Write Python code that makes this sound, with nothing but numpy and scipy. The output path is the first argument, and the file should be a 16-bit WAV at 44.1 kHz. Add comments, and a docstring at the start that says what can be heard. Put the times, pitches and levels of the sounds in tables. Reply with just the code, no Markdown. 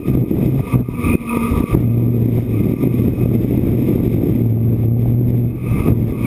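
"""Rotor downwash and gusts buffet the microphone of a small camera under a multirotor drone: pulse trains throb at
the rotor rate, random pulses make eddies, thumps and snaps, and filtered noise makes rumble. Motors buzz through
the airframe as noise in resonators, with blade hum and winding whine as sines; blade hiss is shaped noise.
The camera's gain control ducks under the wind and recovers in the lulls, where the motors come forward. Its slow
sample-and-hold mirrors the whole sound around the sampling rate."""
import sys
import numpy as np
from scipy import signal
from scipy.fft import rfft, irfft, next_fast_len
from scipy.io import wavfile
from scipy.ndimage import uniform_filter1d

SR = 44100
rng = np.random.default_rng(int(sys.argv[2]) if len(sys.argv) > 2 else 0)


def dump_mix(stems):
    """Bounce the given channels to the path in sys.argv[1] as a 16-bit WAV at rate SR."""
    frames = np.atleast_2d(stems).T  # one column per channel
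    limited = np.clip(frames, -1, 1)  # hard clip at full scale
    pcm = np.round(limited * 32767).astype(np.int16)
    wavfile.write(sys.argv[1], SR, pcm)


N = 276056

# Pressure spectrum of one eddy: f/Hz, relative level/dB
EDDY_SPECTRUM = [(20, -24), (60, -17), (150, -3.5), (260, -2), (370, -6.5), (740, -33), (1100, -46.5),
                 (1600, -58.5), (6000, -85)]


def wake(turns, jitter=0.037, scatter_db=0.9, lean=-0.44):
    """Periodic pulse train: one suction pulse per rotor turn, with random timing (in mean periods) and size."""
    # Pressure spectrum of one wake pulse: f/Hz, relative level/dB
    pulse_spectrum = [(30, -26), (80, 7), (118, 2.5), (236, -5.5), (354, -17.5), (472, -23), (708, -32),
                      (1500, -77), (6000, -110)]
    at = np.flatnonzero(np.diff(np.floor(turns)))
    timing, sizes = rng.standard_normal((len(at), 2)).T
    period = np.mean(np.diff(at))
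    at = np.clip(at + jitter * timing * period, 0, N - 1).astype(int)
    clicks = np.zeros(N)
    clicks[at] = -undb(scatter_db * sizes)
    clicks -= clicks.mean()
    return undb(-0.5) * unit(shape(clicks, pulse_spectrum, lean))


def eddies(rate=380., spread_db=1.29, suction=.7, lean=-0.33):
    """Shot noise: eddies strike at random, rate per second, most of them as suction and a few much larger."""
    strike, size, way = rng.random((N, 3)).T
    sizes = undb(-spread_db * np.log(1 - size))  # exponential spread in dB
    signed = sizes * np.where(way < suction, -1, 1)
    clicks = (strike < rate / SR) * signed
    turbulence = unit(shape(clicks - clicks.mean(), EDDY_SPECTRUM, lean))
    return turbulence * undb(0.5 + 0.76 * walk(22))


def thumps(lean=-0.46):
    """Impulse response: each of the largest eddies sucks or pushes as one pulse of the eddy spectrum."""
    # The largest eddies: t/s, peak level/dB, sign (1 pushes, -1 sucks)
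    largest = [(0.089, 3, 1), (0.174, 21, -1), (0.238, 16, 1), (0.314, 14, -1), (0.414, 12, -1),
               (0.467, 9, -1), (0.757, 10, 1), (0.769, 16.5, -1), (0.889, 8.5, -1), (0.996, -8, 1),
               (1.101, -10, -1), (1.139, -3.5, 1), (1.154, 10, -1), (1.372, -2.5, -1), (1.479, -10, -1),
               (1.587, -11.5, -1), (1.607, -4, 1), (1.641, 3.5, -1), (1.701, -4, 1), (1.727, -14.5, -1),
               (1.751, 15, -1), (1.827, 12.5, -1), (1.998, 12.5, -1), (2.295, 12.5, -1), (2.393, 11, -1),
               (2.739, 8.5, -1), (2.84, 4, 1), (2.874, 13, -1), (3.083, 16.5, -1), (3.26, 15, -1),
               (3.447, 18.5, -1), (3.733, 12, -1), (3.816, 13, -1), (4.169, 10, -1), (4.237, 14.5, -1),
               (4.353, 20.5, -1), (4.407, 19, -1), (4.576, 7.5, -1), (5.212, 27, -1), (5.642, 0.5, 1),
               (5.862, -3.5, -1), (5.887, 7.5, -1), (5.909, 12.5, -1), (6.046, 9, -1)]
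    s, db, way = np.transpose(largest)
    one_pulse = shape(np.eye(1, 4096)[0], EDDY_SPECTRUM, lean)
    clicks = strikes(s, np.sign(way) * undb(db))
    return shape(clicks, EDDY_SPECTRUM, lean) / np.abs(one_pulse).max()


def snaps(hz=630.0, width=450.0):
    """Damped resonance: small quick eddies last a cycle or two, higher than the thumps."""
    # Sharp snaps of air at the microphone hole: t/s, peak level/dB
    snap_times = [(0.295, -14.5), (0.367, -4.5), (0.465, -9), (0.594, -6), (0.795, -5), (1.345, -24),
                  (2.384, 1), (2.668, -12), (2.836, -15.5), (3.182, -12.5), (3.255, -10), (3.547, -3),
                  (3.903, -13), (3.978, -1), (4.164, -1), (4.224, -6), (4.457, 1.5), (4.574, 1.5),
                  (4.834, -1), (4.965, -1), (5.057, 4.5), (5.344, 6.5), (5.881, -14), (6.085, -10)]
    s, db = np.transpose(snap_times)
    one_snap = band(band(np.eye(1, 4096)[0], hz, width), hz, width)
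    ringing = band(band(strikes(s, undb(db)), hz, width), hz, width)
    return -ringing / np.abs(one_snap).max()


def rumble():
    """Low-frequency turbulence: slow gusts press on the case, as noise in one broad low resonance."""
    return undb(1.0) * unit(band(rng.standard_normal(N), 77.6, 134.0))


def motors(turns, hum_db, upper_db, throb=0.61, flicker_db=3.5):
    """Forced resonance: shaking that throbs once a turn rings the frame; two blades hum at twice the rotor rate."""
    # Airframe resonances: f/Hz, width of one filter pass/Hz, relative level/dB
    frame_modes = [(457, 92, 0.5), (706, 57, -12), (965, 83, -4), (1160, 49, -7), (1216, 81, -1),
                   (1380, 170, -22), (2114, 71, -7), (2275, 190, -10.5), (2493, 148, -6), (3380, 1200, -31)]
    # Rough tones that beat in the frame: f/Hz, level/dB before flicker
    beat_tones = [(1140, -4.5), (1190, -4.5), (1245, -14)]
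    push = (1 + throb * np.cos(2 * np.pi * turns)) * undb(1.66 * walk(60))
    ring = np.zeros(N)
    for hz, width, db in frame_modes:
        level = undb(db + flicker_db * walk(11))
        mode = level * band(push * rng.standard_normal(N), hz, width)
        ring += mode * (undb(upper_db) if hz > 1800 else 1)
    blade_phase = 2 * np.pi * (2 * turns + 0.044 * walk(25))
    hum = np.sin(blade_phase) + undb(-14.0) * np.sin(2 * blade_phase)
    beats = sum(undb(db) * waver(hz, .018, flicker_db=3.0) for hz, db in beat_tones)
    return undb(4.0) * unit(ring) + undb(hum_db) * unit(hum) + beats + whines()


def whines(octave_db=20.0):
    """Magnetic forcing: poles pass the windings, and the frame rings louder an octave below the first motor."""
    # Winding whine of two motors: t/s, first f/Hz, second f/Hz, level re buzz/dB before flicker
    winding_tones = [(0, 5000, 5500, -20), (1.3, 5050, 5660, -41), (2.4, 4970, 5540, -25),
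                     (2.6, 4970, 5500, -27), (3.25, 5040, 5560, -19.5), (3.45, 5110, 5580, -44),
                     (5.5, 5240, 5850, -28), (6.26, 4950, 5600, -29)]
    first_hz, second_hz, db = curves(winding_tones)
    wander, flicker_db = .0035, 2.5
    first = waver(first_hz, wander, flicker_db)
    second = waver(second_hz, wander, flicker_db)
    octave_down = waver(first_hz / 2, wander, flicker_db)
    return undb(db) * (first + second + undb(octave_db) * octave_down)


def waver(hz, wander, flicker_db):
    """Frequency and amplitude modulation: a motor tone wavers as the speed control works."""
    phase = 2 * np.pi * np.cumsum(hz * (1 + wander * walk(14))) / SR
    return undb(flicker_db * walk(30)) * np.sin(phase)


def hiss(turns, throb=0.25):
    """Broadband flow noise: air tears off the blades, fluttering and swelling once a turn."""
    # Propeller hiss as it comes through the camera case: f/Hz, relative level/dB
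    case_spectrum = [(820, -44.5), (1400, -26), (1790, -8.5), (1960, -2), (2160, 2.5), (2590, -2.5),
                     (2810, -10), (3670, -7), (3780, -10), (4240, -23), (5260, -13.5), (5900, -26.5),
                     (7670, -65), (13000, -120)]
    flutter = (1 + throb * np.cos(2 * np.pi * turns)) * undb(1.56 * walk(45))
    return undb(7.5) * unit(shape(flutter * rng.standard_normal(N), case_spectrum, lean=0))


def gain_control(x):
    """Peak-holding compression: the loudest recent level sets a smoothed cut, which recovers at a steady pace."""
    aim_db, start_db = -12, 14  # level aimed for; level held at the start
    sense_s, duck_s, recover_db_per_s = 0.0029, 0.0026, 102
    ramp = recover_db_per_s * np.arange(N) / SR
    heard_db = 10 * np.log10(lag(x[0] ** 2, sense_s) + 1e-12)
    # a running maximum against a rising ramp falls back at the ramp's slope
    held_db = np.maximum(np.maximum.accumulate(heard_db + ramp), start_db) - ramp
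    gain_db = np.minimum(0, aim_db - held_db)
    return x * undb(lag(gain_db, duck_s))


def undb(db):
    """Decibel definition: amplitude ratio from level."""
    return 10 ** (np.asarray(db) / 20)


def unit(x):
    """Root-mean-square normalization to one."""
    return x / np.sqrt(np.mean(x ** 2))


def curves(table):
    """Linear interpolation: each column of a table as one value a sample."""
    s, *columns = np.transpose(table)
    return [np.interp(np.arange(N) / SR, s, c) for c in columns]


def strikes(s, size):
    """Impulse excitation: a click at each listed moment."""
    clicks = np.zeros(N)
    clicks[(s * SR).astype(int)] = size
    return clicks


def shape(x, spectrum, lean):
    """Linear filtering to a spectrum; a phase lean (radians) makes a pulse fall more steeply than it rises."""
    hz, db = np.transpose(spectrum)
    size = next_fast_len(len(x))
    bins_hz = np.fft.rfftfreq(size, 1 / SR)
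    gain = undb(np.interp(np.log(bins_hz + 1), np.log(hz), db))  # straight lines on a log axis
    return irfft(rfft(x, size) * gain * np.exp(1j * lean), size)[:len(x)]


def band(x, hz, width):
    """Second-order resonance, applied twice for dark valleys."""
    b, a = signal.iirpeak(hz, hz / width, SR)
    return signal.lfilter(b, a, signal.lfilter(b, a, x))


def walk(rate):
    """Smoothed random modulation: levels held 1 / rate s, averaged twice, trimmed, then scaled to unit RMS."""
    k = int(SR / rate)
    steps = np.repeat(rng.standard_normal(N // k + 1), k)
    return unit(uniform_filter1d(uniform_filter1d(steps, k), k)[:N])


def lag(x, seconds):
    """Exponential relaxation: one-pole smoothing that starts from the first value."""
    k = np.exp(-1 / (seconds * SR))
    return signal.lfilter([1 - k], [1, -k], x - x[0]) + x[0]


def scene():
    """Superposition: wind pressure and motor sound add at the microphone, ahead of the gain control."""
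    # Air on the microphone: t/s, rotor f/Hz, wake throb drive level/dB, eddy drive level/dB
    wind_course = [(0.0, 127.6, -14.5, 11.5), (0.05, 129.4, -24.5, -3.5), (0.09, 129, 3, 6.5),
                   (0.24, 122.3, 10.5, 2.5), (0.26, 120.9, -21, -1.5), (0.31, 118.8, -4.5, 2),
                   (0.4, 118.1, -4, 3), (0.47, 123.1, 4.5, 9.5), (0.6, 133, -1, -0.5),
                   (0.64, 131.6, -32.5, -9), (0.72, 133.4, -31.5, -23), (0.76, 126.3, 11, -3.5),
                   (0.81, 127.2, 5, 1), (0.84, 124.1, -4.5, -17.5), (1.0, 122.4, -36.5, -26.5),
                   (1.13, 120.6, -32.5, -12.5), (1.17, 118.7, -35, -19.5), (1.3, 117.1, -46.5, -24.5),
                   (1.56, 117.5, -30, -22.5), (1.6, 119.1, -23.5, -12), (1.68, 118.8, -23.5, -20),
                   (1.74, 120.2, -12.5, -5), (1.78, 117.7, 5.5, 6), (1.85, 116.5, 9.5, -0.5),
                   (2.4, 118, 9.5, 8), (2.46, 115.3, -1, 0), (2.58, 110.6, -2.5, -9.5),
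                   (2.7, 119.2, -4.5, -3), (2.8, 123, -11.5, -3.5), (2.86, 123.3, 0.5, -1.5),
                   (2.96, 118.8, 0, -0.5), (3.1, 119.6, 7, 3.5), (3.15, 122.5, -19.5, -4.5),
                   (3.2, 118.4, -2, -2.5), (3.35, 117.2, 6, 4.5), (3.7, 120.8, -1.5, 5),
                   (3.79, 117.7, 6.5, 7), (3.87, 118.9, 1, 5), (4.0, 114, 6.5, 6.5), (4.15, 112, 6, 9),
                   (4.25, 113.2, 8.5, 5), (4.36, 117.8, 6.5, 10.5), (4.45, 113.5, 17, 5),
                   (4.85, 114.5, 10.5, 3), (4.95, 119.2, 11.5, 0), (5.4, 119.8, 18.5, 10),
                   (5.48, 117.2, 11.5, 4), (5.55, 119.3, -8.5, -6), (5.62, 121, -10.5, -17.5),
                   (5.7, 117, -7, -21), (5.86, 115.2, -22, -18.5), (5.92, 113, 11, 3),
                   (6.08, 113.1, 7, 2.5), (6.15, 117, -17.5, -6.5), (6.26, 117, -9, -14.5)]
    # Motors: t/s, buzz drive level/dB, blade hum level re buzz drive/dB
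    motor_course = [(0.0, -28.5, 10.5), (0.4, -32, 6.5), (0.7, -25, 3), (0.93, -31, 8), (1.0, -29.5, 13.5),
                    (1.06, -31, 2.5), (1.12, -28, 15), (1.2, -30.5, 11.5), (1.55, -30.5, 12.5),
                    (1.62, -28, 1.5), (1.76, -29.5, 5.5), (2.0, -27, 9), (2.5, -32.5, 16.5),
                    (3.25, -30.5, 12), (3.4, -36, 2.5), (3.65, -31.5, 13), (4.05, -28.5, 15),
                    (4.2, -30.5, 5), (4.45, -31.5, 18), (5.4, -31.5, 13), (5.8, -31.5, -2.5),
                    (6.26, -31, 16.5)]
    # Rumble: t/s, drive level re eddies/dB
    rumble_course = [(0.0, -5), (0.5, -9.5), (0.7, 1), (1.1, 2.5), (1.3, -3.5), (1.65, 2), (2.0, -7),
                     (2.5, -8.5), (3.2, -6), (4.0, -9), (5.4, -3.5), (5.8, 4), (6.26, -9.5)]
    upper_db = 0.5  # upper frame modes, added to their listed levels
    blade_hiss_db, air_hiss_db = -16, -37  # hiss drive re buzz drive, re eddy drive
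    rotor_hz, wake_db, eddy_db = curves(wind_course)
    buzz_db, hum_db = curves(motor_course)
    turns = np.cumsum(rotor_hz * (1 + 0.01224 * walk(12))) / SR
    throb = undb(wake_db + 2.03 * walk(18)) * wake(turns)
    eddy_db = eddy_db + 2.2 * walk(12)
    rumble_db = curves(rumble_course)[0] + 2.2 * walk(15)
    gusts = undb(eddy_db) * (eddies() + undb(rumble_db) * rumble())
    # the two hiss drives add as powers
    hiss_gain = np.hypot(undb(buzz_db + blade_hiss_db), undb(eddy_db + air_hiss_db))
    tearing = hiss_gain * hiss(turns)
    drone = undb(buzz_db) * motors(turns, hum_db + .8 * walk(6.5), upper_db)
    return (throb + gusts + thumps() + snaps() + tearing + drone)[None]


def record(dry):
    """Sampling theorem: after gain control and peak rounding, a slow sample-and-hold leaves mirror images."""
    hold_hz, play_hz, top_hz = 12000, 48000, 15315  # slow rate, finer rate of the held steps, final cutoff
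    even = gain_control(dry)
    rounded = even / (1 + (even / 1.02) ** 6) ** (1 / 6)
    rounded -= rounded.mean()
    below_half_rate = signal.ellip(6, .2, 60, hold_hz / 2, fs=SR, output="sos")
    sampled = signal.sosfilt(below_half_rate, rounded)
    # sampling copies the sound to both sides of the rate
    mirrored = sampled * (1 + 2 * np.cos(2 * np.pi * hold_hz * np.arange(N) / SR))
    size = next_fast_len(N)
    hz = np.fft.rfftfreq(size, 1 / SR)
    # the hold weights every copy by its staircase response
    staircase = np.sinc(hz / hold_hz) / np.sinc(hz / play_hz)
    held = irfft(rfft(mirrored, size) * staircase, size)[:, :N]
    return signal.sosfilt(signal.ellip(10, .2, 70, top_hz, fs=SR, output="sos"), held)


dry = scene()
out = record(dry)
dump_mix(out)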